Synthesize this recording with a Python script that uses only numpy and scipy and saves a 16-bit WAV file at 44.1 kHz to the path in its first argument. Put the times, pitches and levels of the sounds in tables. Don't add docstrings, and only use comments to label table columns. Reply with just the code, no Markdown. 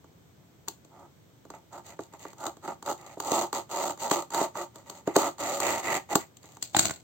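import sys
import numpy as np
from scipy import signal
from scipy.fft import rfft, irfft
from scipy.io import wavfile
from scipy.ndimage import uniform_filter1d

SR = 44100
rng = np.random.default_rng(int(sys.argv[2]) if len(sys.argv) > 2 else 0)


def int16_out(signal):
    q = np.round(np.clip(np.atleast_2d(signal).T, -1, 1) * 32767)
    wavfile.write(sys.argv[1], SR, q.astype(np.int16))


N = 310266
TIME = np.arange(N) / SR
HZ = np.maximum(np.fft.rfftfreq(2 * N, 1 / SR), 1)

# hz, level_db (relative)
ROOM_SPECTRUM = [(15, -76.5), (25, -57), (59, -15), (114, -6), (190, -9.5), (206, -16), (293, -15.5),
                 (489, -22.5), (1890, -37), (2160, -36), (2760, -41), (3080, -36.5), (5000, -43),
                 (6050, -40.5), (16000, -41.5)]
ROOM_RMS_DB = -56.5
# hz, gain_db
OVERALL_TONE = [(20, -24), (80, -1.5), (8300, 0), (9000, -12), (10000, -19), (11200, -28.5), (11700, -3.5),
                (16000, -1.5)]
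TOP_HZ = 15900
# hz, left_minus_right_db, left_lead_radians
PORT_DIFFERENCE = [(100, -1.5, 0.5), (930, -2.5, 0.15), (1930, -3.5, -1.07), (3200, -4.5, -3.5),
                   (3740, 3.5, 0.5), (4350, 5, -4.5), (5600, -2.5, 1), (6700, -3, -4), (7140, 9, 0.5),
                   (8960, -7, -2.5), (12900, 2, -0.9), (16900, -5, -3.5)]

# start_s, click_db, wood_knock_re_click_db
STEEL_BLOWS = [(6.625, -28, -20), (6.7658, -20.5, -5), (6.788, -24, -20), (6.7924, -16, -12),
               (6.854, -23.5, -9.5), (6.895, -39, 2.5), (6.908, -35, -0.5)]
# start_s, tock_db
HANDLE_BLOWS = [(6.748, -20.5)]
# start_s, length_s, steel_scrape_db, boards_re_steel_db
FLOOR_SLIDES = [(6.632, 0.012, -40, -13), (6.759, 0.12, -30.5, -2)]
# pitch_hz, width_hz, level_db (relative)
BOARD_MODES = [(122, 115, -0.5), (329, 46, 6.5), (674, 85, 3.5), (1230, 380, -8), (1464, 62, 1),
               (2090, 500, -7)]
# pitch_hz, width_hz, level_db (relative)
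HANDLE_MODES = [(800, 59, 3.5), (3500, 450, -15)]
# hz, level_db (relative)
STEEL_SPECTRUM = [(1500, -11.5), (2500, -7.5), (3500, -3.5), (4250, 1.5), (4700, -1.5), (5100, -7),
                  (5900, -8), (6250, 1), (7600, 3.5), (8400, -0.5), (12000, -12.5), (15500, -6)]
# pitch_hz, width_hz, level_re_driving_sound_db
BLADE_MODES = [(1975, 80, -4), (2850, 120, -8), (4250, 120, -8), (4680, 90, -9), (6220, 90, -5),
               (7615, 40, 2)]
WOOD_THUMP_DB = -3
HANDLE_THUMP_DB, HANDLE_CLICK_DB = -14, -18
SLIDE_RELEASE_DB_PER_S = 219

# start_s, knock_db, low_thump_re_knock_db, tape_crack_re_knock_db
BLADE_CATCHES = [(0.0428, -53, 1.5, -13.0), (0.6775, -40.5, -2.5, -12), (0.683, -37.5, -3.5, 8.5),
                 (0.8477, -59, 3.5, 1.5), (1.4514, -51.5, 4.5, -10), (1.502, -40.0, -0.5, -8),
                 (1.991, -34, 4.5, -20.5), (2.136, -47.5, 0, -5.5), (2.2517, -35.5, -0.5, -24),
                 (2.3308, -48.0, -2, -5.5), (2.4379, -37, -18, -8.0), (2.4656, -33, -3, -1),
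                 (2.5683, -51.0, 3, -5), (2.641, -47, -7, -13), (2.8253, -40.5, -3.5, -5),
                 (2.861, -44.0, -2.0, 3), (2.8772, -32, -16, -16.5), (3.1712, -54, 18, -20.0),
                 (3.2009, -30.5, -3, -1), (3.317, -32.5, 9.5, 5), (3.5283, -27.5, -3, -5),
                 (3.975, -47, -2.5, -4), (4.1128, -18.5, -1.5, -6), (4.304, -43.5, -3, -1),
                 (4.345, -28.5, -1, -3.0), (4.4116, -41, 17, 3), (4.554, -33.5, -8, -17),
                 (4.757, -47, 1.5, -0.5), (4.8977, -42.5, -0.5, 3.5), (5.0743, -29, 9.5, -12),
                 (5.1582, -19.5, -11, -15.5), (5.1629, -18, 6.5, -2.5), (5.382, -45.0, -17, -2),
                 (5.405, -45, 9, 4), (5.5241, -38.5, 4, -14.0), (5.6015, -28.0, -3, 0.5),
                 (5.667, -28.5, -4.0, -1.5), (6.129, -35.5, 1.0, -1), (6.1542, -16.5, -1, -2),
                 (6.369, -65.5, -4.0, 16), (6.4408, -51, 1.5, -7), (6.5685, -46.5, -4, -4.5)]
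# thump_db, heave_db
LID_HEAVE = [(-73, -71.5), (-29.5, -44), (-25, -33.5), (-18, -26.5), (-22, -19.5), (-12, -25.5)]

# start_s (bite complete), length_s, box_force_db, start_to_end_swell_db, tear_re_force_db, hiss_re_force_db
BLADE_STROKES = [(0.917, 0.14, -51, 5, -20, -20.0), (1.525, 0.047, -46, -3.5, -15, -16),
                 (1.727, 0.066, -41, -1, -19.5, -15), (1.854, 0.085, -51.5, 1.0, -6.5, -1),
                 (2.003, 0.052, -58, -3, -8, 1.5), (2.137, 0.024, -49, -5, -6.5, -11),
                 (2.203, 0.12, -53.5, -8, -3, -2.0), (2.383, 0.096, -36.5, 16, -18, -11.5),
                 (2.641, 0.073, -33.5, 5.5, -18.5, -12), (2.864, 0.052, -28, 5, -18.5, -8.5),
                 (2.979, 0.16, -47.5, 3.5, -9.5, -8.5), (3.18, 0.11, -39, 25, -17, -6.0),
                 (3.315, 0.13, -25.5, -4.5, -15, -6.5), (3.548, 0.06, -33, -12, -13.0, -5),
                 (3.709, 0.2, -30, 5, -14.5, -7.0), (4.003, 0.071, -33, 8.5, -12.5, -5),
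                 (4.108, 0.11, -29, -8.5, -13.5, -5.5), (4.33, 0.12, -27, 2.5, -15.5, -7.5),
                 (4.566, 0.075, -33.5, -5, -14.5, -7), (4.753, 0.073, -51.5, -7.0, -13, -8.0),
                 (4.867, 0.14, -50.5, -6, -9, -4.5), (5.078, 0.076, -46, -16, -7.5, -9),
                 (5.163, 0.12, -26, -0.5, -12, -6), (5.405, 0.23, -31, -6.5, -11.5, -6),
                 (5.622, 0.18, -27.5, -8.5, -6.0, -6), (5.838, 0.133, -29.5, 5.5, -2, -5),
                 (6.108, 0.042, -29, 0.5, -9, -10), (6.18, 0.061, -50, -6, -1.5, 0),
                 (6.432, 0.14, -60.5, -5, -2, 1.5)]
# pitch_hz, width_hz, level_db (relative)
BOX_MODES = [(136, 160, -26.5), (220, 80, -7.5), (294, 27, -2), (352.8, 21.2, 3.5), (571.6, 65, 1),
             (681.4, 52, 2.5), (780, 54, 2.5), (905, 59.5, 4.5), (1192, 103, -0.5), (1331, 144, -3.5)]
# hz, level_db (relative)
TEAR_SPECTRUM = [(1200, 8), (1600, 3), (1970, 16), (2300, 10.5), (2700, 7), (3300, -15.5), (4500, -29.5)]
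# hz, level_db (relative)
EDGE_SPECTRUM = [(2000, -16), (3100, -3.5), (3900, -2), (4700, -2), (5100, -9), (5800, -8.5), (6250, 2.5),
                 (6900, 5), (7500, 1), (8300, -1.5), (9000, -3), (12000, -7.5), (15500, -5)]
BITE_S, ARCH_DB, STROKE_RELEASE_DB_PER_S = 0.033, 4, 602


def undb(db):
    return 10 ** (np.asarray(db) / 20)


def unit(x):
    return x / np.sqrt(np.mean(x ** 2))


def convolve(x, response):
    x, response = np.atleast_2d(x, response)
    return signal.fftconvolve(x, response, axes=1)[:, :x.shape[1]]


def colour(x, points):
    hz, db = np.transpose(points)
    size = 4096
    bins = np.log(np.fft.rfftfreq(2 * size, 1 / SR) + 1)
    gain = undb(np.interp(bins, np.log(hz), db))
    cepstrum = irfft(np.log(gain))
    folded = np.r_[cepstrum[0], 2 * cepstrum[1:size]]
    response = irfft(np.exp(rfft(folded, 2 * size)))[:size]
    return convolve(x, response).reshape(np.shape(x))


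def band(x, hz, kind, order=2):
    return signal.sosfilt(signal.butter(order, hz, kind, fs=SR, output="sos"), x)


def ring(x, modes):
    total = 0
    for k, (hz, width, db) in enumerate(modes):
        mode = signal.lfilter(*signal.iirpeak(hz, hz / width, SR), x)
        total = total + (-1) ** k * undb(db) * mode
    return total


def wander(rate):
    knots = np.arange(0, TIME[-1] + 1, 1 / rate)
    return unit(np.interp(TIME, knots, rng.standard_normal(len(knots))))


def room_tone():
    shared = band(rng.standard_normal(N), 700, "low")
    own = rng.standard_normal((2, N))
    hiss = band(own, 510, "high", order=1)
    mix = shared + 0.39 * own + 1.7 * hiss
    return undb(ROOM_RMS_DB) * unit(colour(mix, ROOM_SPECTRUM))


def room(x, wet_db, t60_s):
    t = TIME[:SR // 2]
    noise = band(rng.standard_normal((2, len(t))), 180, "high")
    tail = noise * undb(-60 * t / t60_s) * (t > .006)
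    return undb(wet_db) * convolve(x, tail / np.linalg.norm(tail[0]))


def ports(x):
    hz, balance_db, lead = np.transpose(PORT_DIFFERENCE)
    half_gain = undb(np.interp(HZ, hz, balance_db) / 2)
    half = half_gain * np.exp(.5j * np.interp(HZ, hz, lead))
    return irfft(rfft(x, 2 * N) * np.array([half, 1 / half]))[:, :N]


def port_noise(size, apart=0.83):
    share = np.clip(apart, 0, 1)
    common = np.sqrt(1 - share ** 2) * rng.standard_normal(size)
    return common + share * rng.standard_normal((2, size))


def slips(rate, scatter_db, unevenness):
    chance = rng.standard_normal((12000, 2))
    wait = np.exp(unevenness * chance[:, 0])
    at = (np.cumsum(wait / wait.mean()) * SR / rate).astype(int)
    size = np.sqrt(wait) * undb(scatter_db * np.clip(chance[:, 1], -2, 2))
    inside = at < N
    pulses = np.bincount(at[inside], size[inside], N)
    return pulses / np.sqrt(uniform_filter1d(pulses ** 2, size=1800) + 1e-6)


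def snaps(pulses, decay_s, rub):
    bursts = unit(signal.lfilter([1], [1, -np.exp(-1 / (decay_s * SR))], pulses))
    return port_noise(N) * np.sqrt(bursts ** 2 + rub ** 2)


def push(start, length, swell_db, release_db_per_s):
    gain = np.zeros(N)
    on = np.abs(TIME - start) < 1
    t = TIME[on] - start
    along = np.clip(t / length, 0, 1)
    bite = np.clip(1 + t / BITE_S, 0, 1) ** 2
    hold_db = swell_db * (along - .5) - ARCH_DB * (2 * along - 1) ** 2
    gain[on] = bite * undb(hold_db - release_db_per_s * np.maximum(t - length, 0))
    return gain


def blade(x):
    return x + sum(ring(x, [mode]) for mode in BLADE_MODES)


def blows(table, bodies, crack, rise_s, crack_s):
    out = np.zeros((2, 2 * N))
    size = len(crack)
    t = TIME[:size]
    for s, *levels_db in table:
        burst = port_noise(size) * (1 - np.exp(-t / rise_s)) * np.exp(-t / crack_s)
        start = int(s * SR)
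        parts = [*bodies, convolve(burst, crack)]
        for part, db in zip(parts, levels_db):
            out[:, start:start + size] += undb(db) * unit(part) * np.sqrt(SR / 100 / size)
    return out[:, :N]


def knife_slides():
    pulses = slips(rate=220, scatter_db=4, unevenness=.7)
    grit = snaps(pulses, decay_s=.0015, rub=.6)
    scrape = unit(blade(colour(grit, STEEL_SPECTRUM)))
    boards = unit(ring(grit, BOARD_MODES))
    out = np.zeros((2, N))
    for start, length, db, boards_db in FLOOR_SLIDES:
        gain = undb(db) * push(start, length, 0, SLIDE_RELEASE_DB_PER_S)
        out += gain * (scrape + undb(boards_db) * boards)
    return out


def knife_down():
    tap = signal.unit_impulse(4096)
    wood = ring(tap, BOARD_MODES)
    click = blade(colour(tap, STEEL_SPECTRUM))
    thump = band(wood, 270, "low", order=3)
    knock = band(wood, [700, 2600], "band")
    tock = ring(tap, HANDLE_MODES)
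    # start_s, thump_db, body_db, click_db
    handle_rows = [(s, db + HANDLE_THUMP_DB, db, db + HANDLE_CLICK_DB) for s, db in HANDLE_BLOWS]
    steel_rows = [(s, db + wood_db + WOOD_THUMP_DB, db + wood_db, db) for s, db, wood_db in STEEL_BLOWS]
    handle = blows(handle_rows, (thump, tock), click, rise_s=0.0021, crack_s=0.0022)
    steel = blows(steel_rows, (thump, knock), click, rise_s=0.0021, crack_s=0.0022)
    return handle + steel + knife_slides()


def rattle(response, rattle_db, decay_s):
    t = TIME[:len(response)]
    chatter = rng.standard_normal(len(t)) * np.exp(-t / decay_s) * (t > .003)
    return response + undb(rattle_db) * convolve(response, chatter / np.linalg.norm(chatter))[0]


def catches():
    tap = signal.unit_impulse(4096)
    box = ring(tap, [(hz, width * 1.94, db) for hz, width, db in BOX_MODES])
    lid = ring(tap, [(116, 110, -3.5), (228, 93, 9.0)])
    heave = band(lid, 310, "low", order=3)
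    thump = rattle(band(box, [215, 640], "band"), rattle_db=-8.5, decay_s=0.012)
    contact = unit(band(tap, [1000, 2000], "band"))
    knock = unit(band(box, [650, 2200], "band")) + undb(-16.5) * contact
    knock = rattle(knock, rattle_db=-11.0, decay_s=0.0021)
    crack = blade(colour(tap, EDGE_SPECTRUM))
    s, knock_db, depth_db, crack_db = np.transpose(BLADE_CATCHES)
    thump_db = knock_db + depth_db
    heave_db = np.interp(thump_db, *np.transpose(LID_HEAVE))
    rows = zip(s, heave_db, thump_db, knock_db, knock_db + crack_db)
    return blows(rows, (heave, thump, knock), crack, rise_s=.0018, crack_s=.0019)


def stroke_gains():
    power = np.zeros((3, N))
    for start, length, force_db, swell_db, tear_db, hiss_db in BLADE_STROKES:
        force = undb(force_db) * push(start, length, swell_db, STROKE_RELEASE_DB_PER_S)
        power += np.outer(undb([0, tear_db, hiss_db]) ** 2, force ** 2)
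    return np.sqrt(power)


def box_walls(drive, shift_db):
    total = 0
    for k, mode in enumerate(BOX_MODES):
        level = undb(shift_db * wander(7.9))
        total = total + (-1) ** k * ring(drive, [mode]) * level
    return total


def cutting():
    force, tear, hiss = stroke_gains()
    pulses = slips(rate=290, scatter_db=1.0, unevenness=.6)
    fibres = snaps(pulses, decay_s=.0017, rub=.45)
    drive = unit(band(pulses, 100, "high")) + undb(-11) * unit(fibres)
    walls = box_walls(drive * force, shift_db=1.5) / np.std(ring(drive, BOX_MODES))
    box = band(walls, 1410, "low", order=3)
    liner = undb(-1.64 + 1.6 * wander(17)) * tear * unit(colour(fibres, TEAR_SPECTRUM))
    edge = undb(-1.0 + 1.7 * wander(40)) * hiss * unit(colour(fibres, EDGE_SPECTRUM))
    pops = snaps(slips(rate=41, scatter_db=12.0, unevenness=0.82), decay_s=0.003, rub=0)
    tough = undb(-16.5) * hiss ** 0.76 * unit(colour(pops, EDGE_SPECTRUM))
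    return undb(-0.54) * box + blade(liner + edge + tough)


def scene():
    close = knife_down() + catches() + cutting()
    return room_tone() + room(close, wet_db=-11, t60_s=0.19) + ports(close)


def record(dry):
    heard = np.array([colour(channel, OVERALL_TONE) for channel in dry])
    return signal.sosfilt(signal.ellip(10, .2, 70, TOP_HZ, fs=SR, output="sos"), heard)


dry = scene()
out = record(dry)
int16_out(out)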